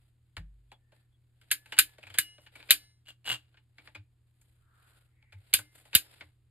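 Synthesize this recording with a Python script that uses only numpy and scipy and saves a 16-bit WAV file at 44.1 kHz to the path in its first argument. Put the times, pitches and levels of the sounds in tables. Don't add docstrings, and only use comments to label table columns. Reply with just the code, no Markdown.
import sys
import numpy as np
from scipy import signal
from scipy.fft import rfft, irfft, next_fast_len
from scipy.io import wavfile
from scipy.ndimage import map_coordinates

SR = 44100
rng = np.random.default_rng(int(sys.argv[2]) if len(sys.argv) > 2 else 0)


def store_wav(level_fs):
    pcm = np.round(np.clip(np.atleast_2d(level_fs), -1, 1) * 32767)
    wavfile.write(sys.argv[1], SR, pcm.T.astype(np.int16))


N = 286650

# (from [Hz], to [Hz])
BANDS = [(150, 1200), (1200, 5500), (6000, 16000)]
# (time [s], clack [dB], crack [dB], hollowness [dB], bite pitch [Hz], bite [dB],
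# thud before a shared 5.5 dB cut [dB], ring before each tone's own level [dB], favoured ring pitch [Hz])
SNAPS = [(1.5134, -26, -23, 4.5, 1704, -20.5, -51, -69, 1674),
         (1.7876, -16.5, -13.5, 1.5, 1568, -9.5, -41, -68, 1692),
         (2.1852, -25, -20, 6.5, 1673, -14.5, -40.5, -52, 2967),
         (2.707, -14.5, -14, -4, 2470, -22, -42, -54.5, 4300),
         (5.5376, -20, -17, -4.5, 3236, -25.5, -37, -63.5, 2210),
         (5.9507, -17, -14, -4.5, 2640, -27, -26, -71, 5146)]
# (pitch [Hz], width [Hz], peak [dB])
PIPE_RESONANCES = [(299.8, 4.7, 18), (592.7, 90, 5), (870, 42, 8.8), (1590, 410, 6.5), (2300, 380, 5.8)]


def amp(db):
    return 10 ** (np.asarray(db) / 20)


def unit(x):
    return x / np.sqrt(np.mean(x ** 2) + 1e-20)


def along(points, hz):
    f, value = np.transpose(points)
    return np.interp(np.log(hz + 1), np.log(f + 1), value)


def wobble(rate):
    points = rng.standard_normal(int(N * rate / SR) + 4)
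    return map_coordinates(points, [np.arange(N) * rate / SR])


def swell(middle, half):
    t = np.arange(N) / SR
    return np.exp(-((t - middle) / half) ** 2)


def filtered(x, response):
    size = next_fast_len(N + SR // 2)
    spectrum = rfft(x, size) * response(np.fft.rfftfreq(size, 1 / SR))
    return irfft(spectrum, size)[..., :N]


def pair(count, apart_db):
    mid, side = rng.standard_normal((2, count))
    return mid + amp(apart_db) * np.array([side, -side])


def hiss(colour, apart_db):
    return unit(filtered(pair(N, apart_db), lambda hz: amp(along(colour, hz))))


def add(track, s, sound):
    part = track[:, max(round(s * SR), 0):][:, :sound.shape[-1]]
    part += sound[..., :part.shape[1]]


def body(colour, resonances, size=4096):
    hz = np.fft.rfftfreq(size, 1 / SR)
    db = along(colour, hz)
    for pitch, width, peak_db in resonances:
        db = db + peak_db / (1 + (2 * (hz - pitch) / width) ** 2)
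    cepstrum = irfft(np.log(amp(db)))
    cepstrum[1:size // 2] *= 2
    cepstrum[size // 2 + 1:] = 0
    return irfft(np.exp(rfft(cepstrum)))[None]


def burst(chatter_t60, walls_db, walls_t60, late_db, late_t60, grain_db):
    t = np.arange(SR // 2) / SR
    unevenness = map_coordinates(rng.standard_normal(500), [t * 900], mode="wrap")
    grains = unit(amp(grain_db * unevenness))
    direct = amp(-60 * t / chatter_t60) * pair(len(t), apart_db=-17.5)
    walls = amp(walls_db - 60 * t / walls_t60)
    late = amp(late_db - 60 * t / late_t60)
    build_up = 1 - np.exp(-t / .002)
    return grains * direct + (walls + late) * build_up * pair(len(t), apart_db=-5)


def blow(push, response, levels_db):
    x = signal.fftconvolve(push, response, axes=1)
    onset = round(.014 * SR)
    total = 0
    for band, db in zip(BANDS, levels_db):
        part = signal.sosfilt(signal.butter(3, band, "bandpass", fs=SR, output="sos"), x)
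        total = total + amp(db) * part / np.std(part[:, :onset])
    return total


def mode(t, hz, t60, unrest):
    wander = unrest * np.cumsum(rng.standard_normal(len(t)))
    return amp(-60 * t / t60) * np.sin(2 * np.pi * hz * t + wander)


def room(air_db=-73, waver_db=1):
    # (pitch [Hz], rms level [dB])
    hum_tones = [(120.3, -69), (82.6, -76), (240, -108), (324, -97)]
    # (frequency [Hz], level [dB])
    air_colour = [(25, -14.5), (48, -3.5), (90, -7.5), (130, -10.5), (190, -22), (350, -25.5), (600, -36),
                  (2000, -39.5), (4700, -43), (8000, -42), (13600, -49), (16000, -65)]
    t = np.arange(N) / SR
    hum = 0
    for hz, db in hum_tones:
        level = amp(db + waver_db * wobble(0.66)) * np.sqrt(2)
        hum = hum + level * np.sin(2 * np.pi * hz * t + 0.25 * wobble(1.0))
    return hum + amp(air_db) * hiss(air_colour, apart_db=-9.5)


def sleeve(body_db=-1, fizz_db=-1, grain_db=2):
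    # (middle [s], half length [s],
    # level before the shared body and fizz levels [dB], fizz over body before those too [dB])
    strokes = [(0.02, 0.091, -79, -3.5), (0.98, 0.046, -73.5, -7), (2.12, 0.17, -62.5, -12.5),
               (2.44, 0.037, -69.5, -1), (2.58, 0.047, -59, -10.5), (3.45, 0.15, -81, -13),
               (3.85, 0.076, -67, -8.5), (4.49, 0.17, -80, -1), (4.9, .14, -69, -3.5),
               (5.78, 0.047, -61.5, -0.5), (6.14, .11, -62, -6.5)]
    # (frequency [Hz], level [dB])
    rub_colour = [(150, -21.5), (300, -7), (800, -7.5), (1150, -14.5), (1420, -7), (1750, -7.5),
                  (3800, -8.5), (5500, -16.5), (7000, -48.5)]
    fizz_colour = [(3000, -24), (5500, -9), (7500, 0), (10000, 0), (13700, -2), (15000, -26)]
    squeeze_db, squeeze_fizz_db, squeeze_half_s, squeeze_lag_s = -49, -6, .13, 0.0074
    rest_db, rest_fizz_db = -88, -5.5

    rubs = list(strokes)
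    for s, _, crack_db, *_ in SNAPS:
        rubs.append((s + squeeze_lag_s, squeeze_half_s, crack_db + squeeze_db, squeeze_fizz_db))
    low, high = amp(rest_db), amp(rest_db + rest_fizz_db)
    for middle, half, db, bright_db in rubs:
        rub = amp(db) * swell(middle, half)
        low = np.hypot(low, rub)
        high = np.hypot(high, amp(bright_db) * rub)
    catches = unit(amp(grain_db * (wobble(70) + wobble(250))))
    rustle = amp(body_db) * low * hiss(rub_colour, apart_db=-2.5)
    fizz = amp(fizz_db) * high * hiss(fizz_colour, apart_db=-16)
    return catches * (rustle + fizz)


def bending(hz, lag_s=0.0027, prompt_hz=2500):
    floored_hz = np.maximum(hz, BANDS[0][0])
    delay = lag_s * np.maximum(np.sqrt(prompt_hz / floored_hz) - 1, 0)
    step_hz = hz[1]
    return np.exp(-2j * np.pi * np.cumsum(delay) * step_hz)


def handling(bite_db=9, bite_width_hz=240, rebound_s=.013, rebound_db=-14):
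    # (time [s], clack [dB], hardness as crack over clack [dB], bite pitch [Hz])
    ticks = [(0.366, -41.5, -15, 1800), (0.716, -55, -13.5, 765), (0.919, -68, -13, 560),
             (1.413, -63.5, -8, 3200), (1.658, -56, -10, 2530), (1.721, -37.5, -14.5, 2960),
             (1.766, -48, -11, 3000), (1.981, -58, -12.5, 623), (2.028, -48.5, -20, 2535),
             (2.067, -50, -16, 2500), (2.098, -50.5, -13.5, 3100), (2.14, -45, -8.5, 3230),
             (2.379, -62.5, -17.5, 590), (2.462, -54.5, -20, 2850), (2.553, -49, -13, 2310),
             (2.601, -54.5, -37, 2420), (2.626, -54, -37, 2560), (2.688, -45, -21.5, 2530),
             (3.541, -67, -29, 1500), (3.569, -61.5, -32, 2870), (3.781, -53, -25.5, 2277),
             (3.871, -52, -22, 1900), (3.948, -45, -20.5, 2460), (4.412, -74, 6.5, 2425),
             (5.223, -66, -22, 2270), (5.322, -54.5, -15.5, 2350), (5.586, -43.5, -1, 1520),
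             (5.852, -63.5, -3.5, 831), (5.93, -42, -17.5, 2700), (6.207, -45, -29, 2100)]
    # (frequency [Hz], level [dB])
    tick_colour = [(120, -10.5), (300, -5), (600, -3.5), (1200, -4), (3000, 1), (4500, -4.5), (6000, -6.5),
                   (9000, -9.5), (13500, -14.5), (15000, -34)]
    knock_even_hz, knock_db_per_octave = 762.6, -6.5
    press_s = 0.002

    out, t = np.zeros((2, N)), np.arange(SR // 2) / SR
    press = 1 - np.exp(-t / press_s)
    for s, db, hardness_db, bite_hz in ticks:
        knock_db = db + knock_db_per_octave * np.log2(bite_hz / knock_even_hz)
        levels = np.array([knock_db, db, db + hardness_db])
        pipe = body(tick_colour, PIPE_RESONANCES + [(bite_hz, bite_width_hz, bite_db)])
        second_touch = rebound_s * rng.uniform(0.76, 1.3)
        for delay, loss_db in [(0, 0), (second_touch, rebound_db)]:
            push = burst(chatter_t60=.042, walls_db=-10, walls_t60=.1, late_db=-36, late_t60=.33, grain_db=5)
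            add(out, s + delay, blow(push * press, pipe, levels + loss_db))
    return filtered(out, bending)


def pipework(jolt_db=-9):
    # (pitch [Hz], level when bumped [dB], time to fade by 60 dB [s])
    boom_tones = [(49.52, -39.5, 0.72), (86, -22.5, 0.073), (159, -40.5, 0.24), (189.4, -50, 0.24)]
    # (middle [s], half length [s], pitch [Hz], level [dB])
    shudders = [(2.11, 0.061, 96.4, -54.5), (3.333, 0.031, 122.4, -47.5), (4.003, .022, 100.5, -45.5),
                (5.373, 0.03, 96.9, -45), (5.601, 0.025, 105.5, -49), (6.266, .04, 84.2, -57.5)]
    bump_s = .378

    out, t = np.zeros((2, N)), np.arange(N) / SR
    boom = sum(amp(db - 60 * t / t60) * np.sin(2 * np.pi * hz * t) for hz, db, t60 in boom_tones)
    boom = boom * (1 - np.exp(-t / 0.018))
    add(out, bump_s, boom)
    for s, _, crack_db, *_ in SNAPS:
        add(out, s, amp(crack_db + jolt_db) * boom)
    for middle, half, hz, db in shudders:
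        out += amp(db) * swell(middle, half) * np.sin(2 * np.pi * hz * (t - middle))
    return out


def scrapes():
    # (middle [s], half length [s], pitch [Hz], width before division by 0.9 [Hz], level [dB])
    slides = [(0.737, 0.024, 3370, 80, -68.5), (0.93, 0.12, 1790, 35, -82), (1.14, 0.021, 3370, 80, -82),
              (4.83, 0.18, 1385, 220, -71), (5.283, 0.13, 2093, 220, -75)]
    out = np.zeros((2, N))
    for middle, half, hz, width_hz, db in slides:
        narrow = lambda f: 1 / (1 + ((f - hz) / width_hz * 0.9) ** 2)
        tone = unit(filtered(pair(N, apart_db=-4), narrow))
        out += amp(db) * swell(middle, half) * tone
    return out


def ratchet(bite_t60=0.033, favour_db=14, thud_hz=65, sweep_hz=420):
    # (pitch [Hz], level over the snap's ring [dB], time to fade by 60 dB [s])
    steel_tones = [(1720, -3, 0.58), (2100, -8.5, 0.94), (2260, -7, 0.24), (2896, -4, 0.59),
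                   (4025, -12.5, 0.82), (4550, -5.5, 0.36), (5195, -1, 0.89), (6000, 3, 1), (5988, 1, 0.4),
                   (8940, -10, 0.98), (9100, -9.5, 0.3), (9520, -7, 0.73), (10300, -6, 0.28),
                   (9900, -6.5, 0.35)]
    # (pitch [Hz], width [Hz], peak [dB])
    jaw_resonances = [(1580, 130, 8), (1720, 70, 4), (2170, 70, 4), (2400, 110, 5), (2520, 90, 4),
                      (2860, 110, 6), (3074, 70, 5), (3655, 100, 5), (3880, 110, 4), (7190, 70, 6),
                      (8720, 120, 3), (10190, 90, 5), (10600, 250, 3), (11075, 80, 3), (11600, 110, 5)]
    # (frequency [Hz], level [dB])
    snap_colour = [(100, -30.5), (400, -19), (1000, -18.5), (1500, -7.5), (2500, -2), (4500, -2),
                   (6000, -5.5), (8000, -11.5), (11000, -6.5), (13000, -5.5), (14300, -8), (15300, -29.5),
                   (17000, -43.5)]
    hollow_hz, hollow_width_hz = 1787, 1300
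    knock_db = -23
    lead_s, lead_db = .008, (-25.5, -19.5, -39.5)

    out, t = np.zeros((2, N)), np.arange(SR // 2) / SR
    pitch = thud_hz + sweep_hz * np.exp(-t / 0.0039)
    thud = np.sin(2 * np.pi * np.cumsum(pitch) / SR) * (t / .005) * np.exp(1 - t / .005)
    grip = np.exp(-(t / .27) ** 4)
    for s, clack_db, crack_db, hollow_db, bite_hz, bite_db, thud_db, ring_db, ring_hz in SNAPS:
        hollow = (hollow_hz, hollow_width_hz, hollow_db)
        jaw = body(snap_colour, jaw_resonances + PIPE_RESONANCES[:1] + [hollow])
        levels = np.array([clack_db + knock_db, clack_db, crack_db])
        for start, strength in [(s - lead_s, levels + lead_db), (s, levels)]:
            push = burst(chatter_t60=.045, walls_db=-9, walls_t60=.11, late_db=-44, late_t60=.3, grain_db=3)
            add(out, start, blow(push, jaw, strength))
        bite = (1 - np.exp(-t / 0.0017)) * mode(t, bite_hz, bite_t60, unrest=0.046)
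        add(out, s, amp(bite_db) * bite)
        add(out, s + 0.0014, amp(thud_db - 5.5) * thud)
        for hz, db, t60 in steel_tones:
            near = np.exp(-(np.log(hz / ring_hz) / 0.14) ** 2)
            level_db = ring_db + db + favour_db * near + rng.normal(0, 1.0)
            add(out, s, amp(level_db) * grip * mode(t, hz, t60, unrest=.022))
    return out


def creaks(jitter=0.16, ring_db=-4, ring_hz=2890):
    # (middle [s], half length [s], level before a shared 21 dB cut [dB], slip rate [per s])
    creak_rows = [(3.069, 0.011, -55.5, 142), (3.088, 0.0085, -47.5, 185), (3.102, 0.00394, -47, 196),
                  (3.264, 0.0112, -40.5, 110), (3.307, 0.034, -28, 124.5)]
    # (frequency [Hz], level [dB])
    creak_colour = [(100, -20.5), (300, -11), (700, -3), (1500, -3.5), (3200, 1.5), (4500, -1), (7000, -3),
                    (10000, -12.5), (13500, -10.5), (15000, -41.5)]
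    # (pitch [Hz], width [Hz], peak [dB])
    blade_resonances = [(298, 13, 15), (1560, 230, 8.6), (2823, 242, 15), (3250, 260, 6)]

    out, t = np.zeros((2, N)), np.arange(SR // 2) / SR
    blade = body(creak_colour, blade_resonances)
    ring = unit(np.sin(2 * np.pi * ring_hz * t) * amp(-60 * t / .028))
    steps = np.arange(-10, 11)
    for middle, half, db, rate in creak_rows:
        offsets = (steps + jitter * rng.standard_normal(len(steps))) / rate
        for offset in offsets[np.abs(offsets) < 2 * half]:
            push = burst(chatter_t60=.017, walls_db=-12, walls_t60=.1, late_db=-36, late_t60=.3, grain_db=1)
            scratch = unit(signal.fftconvolve(push, blade, axes=1))[:, :len(t)]
            slip = scratch + amp(ring_db) * ring
            add(out, middle + offset, amp(db - 21) * np.exp(-(offset / half) ** 2) * slip)
    return out


def scene():
    # (frequency [Hz], phase by which left leads [rad], left minus right [dB])
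    ports = [(20, 0, .5), (300, -.2, .3), (700, -.4, .6), (1500, -.75, .4), (2500, -1, 2.2),
             (4000, -1.6, .6), (5000, -2.8, .4), (7000, -4.6, 0), (9000, -5.9, -.3), (12000, -7.2, 0),
             (14600, -9.2, .3), (17000, -10, .3)]
    near = sleeve() + handling() + pipework() + scrapes() + ratchet() + creaks()
    f, phase, balance_db = np.transpose(ports)
    sides = np.array([[.5], [-.5]])

    def port_response(hz):
        gain = amp(sides * np.interp(hz, f, balance_db))
        return gain * np.exp(1j * sides * np.interp(hz, f, phase))

    return filtered(near, port_response) + room()


def record(dry, notch_hz=5850, notch_width_hz=600, notch_db=-17, top_hz=16900):
    x = filtered(dry, lambda hz: amp(notch_db * np.exp(-((hz - notch_hz) / notch_width_hz) ** 2)))
    x = x / (1 + (x / .9) ** 6) ** (1 / 6)
    return filtered(x, lambda hz: np.clip((top_hz - hz) / 500, 0, 1))


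dry = scene()
out = record(dry)
store_wav(out)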